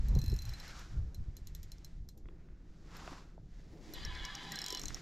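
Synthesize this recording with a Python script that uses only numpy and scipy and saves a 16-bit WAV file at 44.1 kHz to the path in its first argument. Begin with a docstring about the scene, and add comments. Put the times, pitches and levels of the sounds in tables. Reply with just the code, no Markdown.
"""A spinning reel's drag slips in runs of clicks as an angler plays a fish from a small boat.
A spring snaps off each tooth and rings the spool; later the handle is cranked and the gears whirr
in the reel body while the drag slips again. A nylon sleeve swishes as the arm moves, hand and rod
knock, jacket and wind bump the chest-worn microphone, and water murmurs at the hull."""
import sys
import numpy as np
from scipy import signal
from scipy.fft import rfft, irfft, next_fast_len
from scipy.io import wavfile
from scipy.ndimage import uniform_filter1d, map_coordinates

SR = 44100
rng = np.random.default_rng(int(sys.argv[2]) if len(sys.argv) > 2 else 0)


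def unload_wav(signal):
    """Save mono or channel-first audio to the path in sys.argv[1] as 16-bit WAV at rate SR, clipped to [-1, 1]."""
    wavfile.write(
        sys.argv[1],
        SR,
        np.round(np.clip(np.atleast_2d(signal).T, -1, 1) * 32767).astype(np.int16),
    )


N = 221279
TIME_S = np.arange(N) / SR

# Hull and water spectra: (frequency [Hz], level [dB])
HULL_SPECTRUM = [(60, -36), (120, -3.5), (160, 3), (190, -2), (215, -4), (250, -11.5), (330, -18.5),
                 (700, -66), (2000, -120)]
SLOSH_SPECTRUM = [(120, -31), (240, -4.5), (310, 1.5), (400, -4.5), (500, -9.5), (750, -16), (2000, -38),
                  (8000, -48)]
# Angler's weight shifts: (start [s], end [s], level [dB])
WEIGHT_SHIFTS = [(0.852, 1.193, -66.5), (2.29, 2.316, -68), (2.995, 3.075, -62), (3.75, 3.947, -59.5),
                 (4.047, 4.15, -61.5), (4.456, 4.534, -60), (4.837, 5.008, -60)]
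# Wind spectra: (frequency [Hz], level [dB])
BUFFET_SPECTRUM = [(10, 4), (25, 3.5), (50, 9.5), (82, 1), (140, -6), (180, -27), (250, -44), (400, -41),
                   (800, -79), (2000, -120)]
RUMBLE_SPECTRUM = [(10, -3.5), (35, 2), (60, -9), (90, -11), (125, -17), (180, -27.5), (260, -43),
                   (500, -96), (1500, -120)]
EDDY_SPECTRUM = [(80, -8), (160, -0.5), (220, -1), (280, -24), (400, -20), (600, -25.5), (1200, -32),
                 (4000, -105)]
# Gusts: (time [s], level [dB], width [s])
GUST_EVENTS = [(.02, -33, 0.15), (0.103, -32, 0.027), (0.161, -27, 0.044), (0.319, -31, 0.054),
               (.485, -38, 0.047), (0.991, -34.5, 0.062), (1.081, -43, 0.02), (1.207, -36, 0.028),
               (1.289, -38.5, 0.018), (1.52, -47, 0.17), (2.0, -44.5, 0.073), (2.259, -44, 0.023),
               (3.56, -49.5, 0.051), (4.099, -42.5, 0.082), (4.24, -47.5, 0.053), (4.892, -46, 0.059)]
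# Jacket bumps; knocks of hand, rod and boat: (time [s], level [dB], pitch [Hz])
JACKET_BUMPS = [(0.136, -18.5, 73), (0.1635, -17, 134), (0.296, -29, 62.4), (0.328, -23, 120),
                (0.985, -25, 79), (1.205, -34.5, 107), (4.835, -40, 150), (4.897, -40, 120)]
DULL_KNOCKS = [(.164, -38, 388), (0.239, -34.5, 224), (0.328, -35, 330), (2.256, -46, 300),
               (2.287, -44.5, 340), (3.077, -34, 630), (3.119, -38.5, 275), (3.129, -39.5, 740),
               (3.265, -66, 810), (3.379, -44, 620), (4.726, -35, 400)]
# Handle ticks: (time [s], level [dB])
HANDLE_TICKS = [(2.2565, -58.5), (2.2865, -51), (2.487, -64), (3.076, -40.5), (3.129, -50), (4.839, -42.5),
                (4.9052, -40), (4.969, -47.5)]
# Handle modes: (frequency [Hz], level [dB], t60 [s])
TICK_MODES = [(620, -9, 0.012), (1060, 0, 0.013), (1440, 5.5, 0.009), (1950, 2.5, 0.0099), (2600, 0, .007),
              (3400, -10, 0.018)]
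# Arm movements: (start [s], end [s], hiss [dB], rub [dB])
ARM_STROKES = [(0.0, 0.43, -70.5, -66.5), (0.48, 0.61, -66.5, -61), (0.647, 0.801, -62.5, -57.5),
               (.88, 0.966, -75, -69.5), (1.047, 1.406, -82, -76), (1.47, 1.93, -79.5, -75),
               (2.302, 2.76, -99, -78), (2.697, 2.86, -82.5, -83), (2.954, 3.147, -65, -56.5),
               (3.54, 3.746, -78.5, -74), (3.854, 3.937, -70, -66.5), (3.953, 4.015, -64.5, -62.5),
               (4.124, 4.377, -66, -63), (4.42, 4.982, -62.5, -60)]
# Sleeve spectra: (frequency [Hz], level [dB])
HISS_SPECTRUM = [(1200, -23), (2500, -7), (3600, 1), (5500, 1.5), (7300, -3), (8800, -16.5), (10500, -17),
                 (12000, -17), (14000, -29), (16000, -44)]
RUB_SPECTRUM = [(250, -32), (500, -2.5), (800, 0.5), (1900, -5), (2700, -6), (4500, -21.5), (9000, -49)]
# Resonance of the folds: (time [s], pitch [Hz])
HOLLOW_PITCH = [(0, 1740), (.65, 1900), (.78, 1260), (1.5, 1840), (2.85, 1540), (3.1, 980), (3.3, 1420),
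                (3.7, 1980), (5.02, 1790)]
# Reel body modes: (frequency [Hz], width [Hz], level [dB])
BODY_MODES = [(798, 46, -5.5), (1005, 12, 1), (1164, 25, -5.5), (1290, 37, -7.5), (1597, 25, 0),
              (1705, 38, 3.5), (1775, 40, -5.5), (1876, 22, 3), (2060, 60, -2), (2230, 16, 2.5),
              (2520, 30, 0), (2940, 46, 3), (3000, 60, 0), (3145, 32, 1), (3300, 90, 1.5), (3430, 80, 3),
              (3500, 36, 1.5), (3930, 150, 1), (4100, 69, 0), (4380, 60, -10), (4810, 180, -1.5)]
# Binding gears, one resonance surging: (time [s], level [dB], pitch [Hz], width [s])
GEAR_SURGES = [(3.958, -57, 3440, 0.0098), (4.07, -55.5, 1724, 0.035), (4.175, -52.5, 1700, 0.02),
               (4.17, -58, 1790, 0.016), (4.16, -55.5, 2236, 0.022), (4.22, -61, 1012, 0.021),
               (4.255, -54, 2236, 0.03), (4.304, -45, 1712, 0.0082), (4.41, -60, 3110, 0.055),
               (4.455, -57.5, 1011, 0.023), (4.525, -49, 1930, 0.0067), (4.755, -53.5, 2965, 0.02)]
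# Free spool's resonances: (frequency [Hz], width [Hz], level [dB])
SONG_BANDS = [(2600, 220, 2), (12140, 500, -2.5)]
# Spool and rim modes: (frequency [Hz], level [dB], t60 [s])
SPOOL_RING = [(2550, -22, 0.04), (4100, 0, 0.072), (8280, -29, 0.35)]
RIM_RING = [(7020, -12, 0.057), (9610, -15.5, 0.035), (11480, -6.5, 0.018), (11760, -5, .017),
            (12020, -4, 0.03), (12470, -3, .01)]
# Clicker spring modes: (frequency ratio [1], level [dB], t60 [s])
SPRING_PING = [(1, 2, 0.016), (.985, -12, .04), (1.026, -14, 0.04), (.95, -5, 0.007)]
SPRING_SNAP = [(1, 0, 0.0085), (0.94, -2.5, 0.0076), (1.09, -9.5, 0.0085)]
# Click noise spectra: (frequency [Hz], gain [dB])
CRACK_SPECTRUM = [(500, -2), (1600, -2.5), (2600, -3), (3500, 4.5), (5500, 7.5), (7400, 8.5), (8600, -7),
                  (13000, -8), (16000, -17)]
SIZZLE_SPECTRUM = [(8500, -26), (9500, 0), (10600, 1.5), (11700, 4), (13100, 6), (14000, 0), (16000, -20)]
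# One-tooth slips: (time [s], snap [dB], spool [dB], ping [dB], rim [dB], ping [Hz], snap [Hz])
DRAG_CLICKS = [(0.084, -48.5, -56, -55.5, -52.5, 5670, 6700),
               (0.151, -46.5, -47.5, -51.5, -54.5, 5640.0, 6700),
               (0.189, -46.5, -45, -45, -53, 5930, 6550.0), (0.216, -45, -44.5, -44, -53.5, 5600, 6600),
               (0.2397, -44, -50, -47, -53.0, 5400, 6600), (0.2607, -46, -45.5, -54.5, -52, 5520.0, 6600),
               (0.28, -56, -45, -50, -54.0, 5370, 6750.0), (0.298, -56.0, -50, -40.5, -56.5, 5340, 6550.0),
               (0.3176, -49.0, -49, -46.5, -57.5, 5460.0, 6500),
               (0.3396, -47.5, -52, -48.5, -55.0, 5390.0, 6870.0),
               (0.3632, -43.5, -60, -45, -57, 5470.0, 6700.0), (0.3889, -42, -44, -51, -58.0, 5760.0, 6540),
               (0.42, -44, -49, -54.0, -52.0, 5670.0, 6300), (0.4525, -45.0, -51, -46, -55.0, 5660, 6800),
               (0.492, -47, -48.5, -43.5, -57, 5360, 7200), (0.536, -51, -44.5, -49, -56.5, 5400.0, 6650),
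               (0.5992, -57, -48.5, -43, -59, 5400, 6900), (0.6786, -51, -52, -52, -59.0, 5370.0, 7140.0),
               (0.793, -54, -65.0, -57, -63, 5670, 7200), (1.1451, -48, -55, -49, -54.5, 5460.0, 6800),
               (1.3673, -45.5, -55, -58, -52.5, 5530.0, 6600.0),
               (1.4714, -45, -61, -61.0, -52, 5630.0, 6870),
               (1.549, -43.5, -54.5, -53.0, -49.5, 5450, 6700),
               (1.6303, -46, -66.5, -55.0, -52, 5450, 6760), (1.7181, -45, -54, -46, -54, 5420.0, 6500),
               (1.783, -55.5, -79.5, -60.0, -79, 5300, 6530.0),
               (1.8461, -43.5, -52, -43.5, -54.0, 5380, 6270), (2.0882, -49, -57, -49, -54.5, 5350, 6550.0),
               (2.1758, -77, -87.5, -65, -62.5, 5770, 6420.0),
               (2.967, -56.0, -62.0, -50.5, -55.5, 5300, 6390.0),
               (3.9363, -47, -47.5, -49, -46.5, 5570, 6250), (4.05, -37, -54, -35.5, -52.5, 5530.0, 6230),
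               (4.1515, -49, -50, -47.5, -93.5, 5450.0, 6970.0),
               (4.2503, -33, -57.0, -33.5, -54.0, 5480, 6750),
               (4.3512, -33, -53.0, -38.5, -58.5, 5530, 6400), (4.5198, -35.5, -45, -34.5, -47, 5530, 7100),
               (4.5571, -34.5, -39.5, -37.5, -50, 5440.0, 7210.0),
               (4.5885, -40, -39, -32.5, -49.0, 5460, 7320.0),
               (4.6165, -34.5, -43, -30.5, -54.0, 5400.0, 7310.0),
               (4.6412, -32.5, -58.0, -35, -56, 5410.0, 7130.0),
               (4.6622, -28.5, -39.5, -36, -51, 5440, 7040), (4.683, -33, -52, -41, -51, 5630.0, 7130.0),
               (4.7038, -32, -41.5, -32.5, -47, 5470, 7100), (4.7243, -31, -45, -30, -50, 5460, 7000),
               (4.748, -33, -42, -32.5, -51, 5530, 6910.0), (4.7721, -41, -39, -33.5, -58.0, 5400, 6700),
               (4.795, -36, -48, -37.5, -51, 5670, 7300), (4.8156, -38.5, -56.5, -39.0, -55.5, 5600, 6570),
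               (4.8351, -32.5, -72.0, -40, -57, 5500, 6700), (4.8558, -30, -45.5, -38, -54, 5600, 6500),
               (4.8823, -30.5, -45, -34.5, -57, 5770.0, 6760), (4.9448, -32, -55, -32, -56, 5540, 6650)]
# Stereo side spectrum: (frequency [Hz], gain [dB])
SIDE_SPECTRUM = [(30, -12), (110, -21), (250, -29.5), (1000, -27), (2400, -27.5), (4400, -29), (8000, -18),
                 (14000, -14)]
# Stereo widening: (time [s], side gain [dB])
SIDE_GAIN = [(0, -57), (3.3, -36), (3.9, 14.5), (4.3, -1), (4.65, 6.5), (5.02, 13.5)]


def amp(db):
    return 10 ** (np.asarray(db) / 20)


def unit(x):
    return x / np.sqrt(np.mean(x ** 2) + 1e-20)


def gain_at(spectrum, hz):
    """Linear gain; dB interpolated over log frequency."""
    knots_hz, db = np.transpose(spectrum)
    return amp(np.interp(np.log(hz + 1), np.log(knots_hz + 1), db))


def curve(points):
    """(time, value) points, interpolated per sample."""
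    return np.interp(TIME_S, *np.transpose(points))


def phase_rad(hz):
    return 2 * np.pi * np.cumsum(hz) / SR


def wobble(rate_hz):
    """Smooth random curve through knots at rate_hz."""
    knots = rng.standard_normal(int(N * rate_hz / SR) + 4)
    return map_coordinates(knots, [np.arange(N) * rate_hz / SR])


def swell_db(start_s, end_s, rise_db_per_s, fall_db_per_s):
    """Rise, hold at 0 dB from start to end, fall."""
    before_s, after_s = np.maximum(start_s - TIME_S, 0), np.maximum(TIME_S - end_s, 0)
    return -rise_db_per_s * before_s - fall_db_per_s * after_s


def filtered(x, response):
    """Apply a complex frequency response."""
    size = next_fast_len(N + SR // 2)
    return irfft(rfft(x, size) * response(np.fft.rfftfreq(size, 1 / SR)), size)[..., :N]


def shaped(x, spectrum):
    return filtered(x, lambda hz: gain_at(spectrum, hz))


def noise(spectrum):
    return unit(shaped(rng.standard_normal(N), spectrum))


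def resonance(hz, centre_hz, width_hz):
    """Response of one damped mode."""
    return 1j * hz * width_hz / (centre_hz ** 2 - hz ** 2 + 1j * hz * width_hz)


def noise_band(centre_hz, width_hz):
    return unit(filtered(rng.standard_normal(N), lambda hz: resonance(hz, centre_hz, width_hz) ** 2))


def friction(slips_per_s, grain_db):
    """Sliding noise with tiny uneven slips."""
    slips = (rng.random(N) < slips_per_s / SR) * rng.standard_normal(N)
    return unit(rng.standard_normal(N) + amp(grain_db) * unit(slips))


def steadied(x, window_s):
    """Even out slow swells."""
    return x / np.sqrt(np.abs(uniform_filter1d(x ** 2, int(window_s * SR))) + 0.0019)


def ringing(modes, t, scatter_db):
    """Damped modes, varied per strike; the most damped detune most."""
    hz, db, t60_s = np.transpose(modes)[:, :, None]
    size, detune, phase = rng.standard_normal((3, len(hz), 1))
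    envelope = amp(db + scatter_db * size - 60 * t / t60_s)
    return (envelope * np.sin(2 * np.pi * ((hz + .8 * detune / t60_s) * t + phase))).sum(0)


def add(track, time_s, sound):
    start = max(round(time_s * SR), 0)
    track[start:start + len(sound)] += sound[:max(N - start, 0)]


def water(boom_db=-62, lapping_db=-69, rise_db_per_s=79, fall_db_per_s=67):
    """Water laps, and sloshes as the angler shifts; the hull booms softly with it."""
    rocking = np.sqrt(sum(amp(db + swell_db(start_s, end_s, rise_db_per_s, fall_db_per_s)) ** 2
                          for start_s, end_s, db in WEIGHT_SHIFTS))
    hull = np.hypot(amp(boom_db), rocking) * amp(wobble(8.3)) * noise(HULL_SPECTRUM)
    slosh = np.hypot(amp(lapping_db), rocking) * amp(1.5 * wobble(18)) * noise(SLOSH_SPECTRUM)
    return hull + slosh


def wind(breeze_db=-48, slacken_db_per_s=1.3, onset_db=-42, eddy_db=-30.5, eddy_growth=2.14):
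    """Breeze rumbles at the microphone; faster air buffets it and sheds small eddies."""
    breeze = amp(breeze_db - slacken_db_per_s * TIME_S + 1.5 * wobble(21.1))
    gust_power = sum(amp(db) ** 2 * np.exp(-((TIME_S - time_s) / width_s) ** 2)
                     for time_s, db, width_s in GUST_EVENTS)
    level_db = 10 * np.log10(breeze ** 2 + gust_power)
    buffet_share = 1 / (1 + amp(2 * (onset_db - level_db)))
    buffet = np.sqrt(buffet_share) * steadied(noise(BUFFET_SPECTRUM), window_s=0.073)
    rumble = np.sqrt(1 - buffet_share) * amp(-1) * steadied(noise(RUMBLE_SPECTRUM), window_s=0.11)
    eddies = amp(onset_db + eddy_db + eddy_growth * (level_db - onset_db)) * noise(EDDY_SPECTRUM)
    return eddies + amp(level_db) * (buffet + rumble)


def handling(bump_t60_cycles=6, knock_t60_cycles=15, knock_db=-5, thud_db=-4, tick_db=-3):
    """Jacket bumps the microphone, rod and boat knock, play in the handle ticks."""
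    track, t = np.zeros(N), np.arange(SR // 8) / SR
    for time_s, db, hz in JACKET_BUMPS:
        envelope = amp(db - 60 * t * hz / bump_t60_cycles) * (1 - np.exp(-2 * np.pi * hz * t))
        add(track, time_s, envelope * np.sin(2 * np.pi * hz * t))
    for time_s, db, hz in DULL_KNOCKS:
        ring = np.sin(2 * np.pi * hz * t) + .5 * np.sin(2 * np.pi * (1.22 * hz * t + rng.random()))
        thud = unit(signal.lfilter(*signal.iirpeak(hz, 1, SR), rng.standard_normal(len(t))))
        thud = signal.lfilter(*signal.butter(4, 1.38 * hz, fs=SR), thud)
        envelope = amp(db + knock_db - 60 * t * hz / knock_t60_cycles) * (1 - np.exp(-t / 0.0003))
        add(track, time_s, envelope * (ring + amp(thud_db) * thud))
    tick_attack = 1 - np.exp(-(t / 0.00051) ** 2)
    for time_s, db in HANDLE_TICKS:
        add(track, time_s, amp(db + tick_db) * tick_attack * ringing(TICK_MODES, t, scatter_db=3.5))
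    return track


def arm(still_db=-88):
    """Hiss and rub gains: each movement swells, holds and dies away."""
    hiss_power = rub_power = amp(still_db) ** 2
    for start_s, end_s, hiss_db, rub_db in ARM_STROKES:
        motion_db = swell_db(start_s, end_s, rise_db_per_s=138, fall_db_per_s=111)
        hiss_power = hiss_power + amp(hiss_db + motion_db) ** 2
        rub_power = rub_power + amp(rub_db + motion_db) ** 2
    return np.sqrt(hiss_power), np.sqrt(rub_power)


def sleeve(hollow_octaves=0.36):
    """Sliding nylon hisses; the hollow of the folds colours the rub."""
    hiss_gain, rub_gain = arm()
    pitch_hz = curve(HOLLOW_PITCH)
    hollow = np.zeros(N)
    for hz in np.geomspace(800, 1900, num=4):
        share = np.exp(-(np.log2(pitch_hz / hz) / hollow_octaves) ** 2)
        hollow += share * noise_band(hz, width_hz=.5 * hz)
    cloth = unit(shaped(friction(slips_per_s=430, grain_db=-5.5), RUB_SPECTRUM))
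    rub = unit(cloth + unit(hollow))
    hiss = unit(shaped(friction(slips_per_s=1500, grain_db=-5), HISS_SPECTRUM))
    creases = amp(.9 * wobble(45))
    return creases * (amp(3) * hiss_gain * hiss + rub_gain * rub)


def taut_fold(start_s=.66, end_s=.775, from_hz=1700, to_hz=1188, level_db=-66):
    """A fold slides past the chest; its narrow swish falls in pitch as the arm slows."""
    phase = phase_rad(curve([(start_s, from_hz), (end_s, to_hz)]))
    band = wobble(600) * np.cos(phase) + wobble(600) * np.sin(phase)
    return amp(level_db + swell_db(start_s, end_s, rise_db_per_s=222, fall_db_per_s=222)) * unit(band)


def reel_body(scrape, sway_db=2.5):
    """The hollow body resonates, in a low and a high band; the rotor shifts load between modes."""
    _, _, frames = signal.stft(scrape, SR, nperseg=2048)
    load = uniform_filter1d(rng.standard_normal(frames.shape), size=7, axis=0)
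    load = unit(uniform_filter1d(load, size=3, axis=1))
    swayed = signal.istft(frames * amp(sway_db * load), nperseg=2048)[1][:N]
    grid_hz = np.fft.rfftfreq(next_fast_len(SR // 4), 1 / SR)
    shell = np.sqrt(sum(np.abs(amp(db) * resonance(grid_hz, hz, width_hz)) ** 2
                        for hz, width_hz, db in BODY_MODES))

    def band(hz_db):
        return unit(filtered(swayed, lambda hz: np.interp(hz, grid_hz, shell) * gain_at(hz_db, hz)))

    low = band(hz_db=[(300, 1), (700, -1.5), (1200, -3), (2400, -7), (2900, -29)])
    high = band(hz_db=[(2300, -24), (2800, 1), (5000, -3), (9000, -37)])
    return low, high


def gears(start_s=3.95, end_s=4.79, hardest_pull_s=4.222, fade_s=0.015, shaft_hz=37.5, mesh_hz=190):
    """Gear teeth and line roller scrape under load; uneven catching makes the whirr rasp."""
    low, high = reel_body(friction(slips_per_s=1100, grain_db=-2.5))
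    turning = np.clip(np.minimum(TIME_S - start_s, end_s - TIME_S) / fade_s + 1, 0, 1)
    load_db = -50 + swell_db(hardest_pull_s, hardest_pull_s, rise_db_per_s=30, fall_db_per_s=12.5)
    rotor_db = -54.5 + 3 * (TIME_S - start_s)  # louder as the rotor gathers speed
    travel = phase_rad(1 + .02 * wobble(6))
    catch_db = 0.5 * np.cos(shaft_hz * travel) + 0.7 * np.cos(mesh_hz * travel) + 0.93 * wobble(170)
    whirr = turning * amp(catch_db) * (amp(load_db) * low + amp(rotor_db) * high)
    for time_s, db, hz, width_s in GEAR_SURGES:
        tone = np.sqrt(2) * np.sin(phase_rad(hz + 15 * wobble(150)))
        whirr += amp(db + catch_db) * np.exp(-((TIME_S - time_s) / width_s) ** 2) * tone
    return whirr


def spool(hum_hz=1720, waver_hz=5.4):
    """Line sliding off the spinning spool keeps the rim singing; the body hums one faint tone."""
    song = sum(amp(db) * noise_band(hz, width_hz) for hz, width_hz, db in SONG_BANDS)
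    song_db = -75 + swell_db(start_s=0.26, end_s=0.39, rise_db_per_s=82, fall_db_per_s=47)
    hum = np.sqrt(2) * np.sin(phase_rad(hum_hz + waver_hz * wobble(60)))
    hum_db = -73 + swell_db(start_s=0.2, end_s=0.33, rise_db_per_s=90, fall_db_per_s=90)
    return amp(hum_db) * hum + amp(song_db) * song


def drag(rise_s=0.00069, crack_t60_s=0.0069, sizzle_t60_s=0.015, chatter_t60_s=0.11, coast_s=(.33, .7)):
    """The clicker spring drops off each tooth of the slipping spool, then chatters on the next."""
    rings, cracks, sizzles = np.zeros((3, N))
    t = np.arange(SR // 5) / SR
    attack = 1 - np.exp(-(t / rise_s) ** 2)  # rounded tooth: the blow builds
    for time_s, snap_db, spool_db, ping_db, rim_db, ping_hz, snap_hz in DRAG_CLICKS:
        rim_t60_scale = 1.5 if coast_s[0] < time_s < coast_s[1] else 1
        ring = amp(spool_db) * ringing(SPOOL_RING, t, scatter_db=-1)
        # spring pitch depends on its bend
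        ring += amp(ping_db) * ringing(np.multiply(SPRING_PING, [ping_hz, 1, 1]), t, scatter_db=1)
        ring += amp(snap_db) * ringing(np.multiply(SPRING_SNAP, [snap_hz, 1, 1]), t, scatter_db=-1)
        ring += amp(rim_db) * ringing(np.multiply(RIM_RING, [1, 1, rim_t60_scale]), t, scatter_db=3.5)
        chatter = amp(rim_db - 11 - 60 * t / chatter_t60_s)
        crack = amp(snap_db - 60 * t / crack_t60_s) + chatter
        sizzle = amp(rim_db - 60 * t / sizzle_t60_s) + 0.42 * chatter
        add(rings, time_s, attack * ring)
        add(cracks, time_s, attack * crack * rng.standard_normal(len(t)))
        add(sizzles, time_s, attack * sizzle * rng.standard_normal(len(t)))
    return rings + shaped(cracks, CRACK_SPECTRUM) + shaped(sizzles, SIZZLE_SPECTRUM)


def scene(scatter_t60_s=0.0023):
    """Close, central sources; shifting reflections off arms and rod make the sides differ."""
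    mid = drag() + spool() + gears() + sleeve() + taut_fold() + handling() + wind() + water()
    t = np.arange(SR // 50) / SR
    scatter = rng.standard_normal(len(t)) * amp(-60 * t / scatter_t60_s)
    reflections = signal.fftconvolve(mid, scatter / np.linalg.norm(scatter))[:N]
    shifting = unit(np.sin(2 * wobble(47)))
    side = amp(curve(SIDE_GAIN)) * shaped(shifting * reflections, SIDE_SPECTRUM)
    return np.array([mid + side, mid - side])


def record(dry, cutoff_hz=15900):
    """Brick-wall low-pass."""
    return filtered(dry, lambda hz: hz < cutoff_hz)


dry = scene()
out = record(dry)
unload_wav(out)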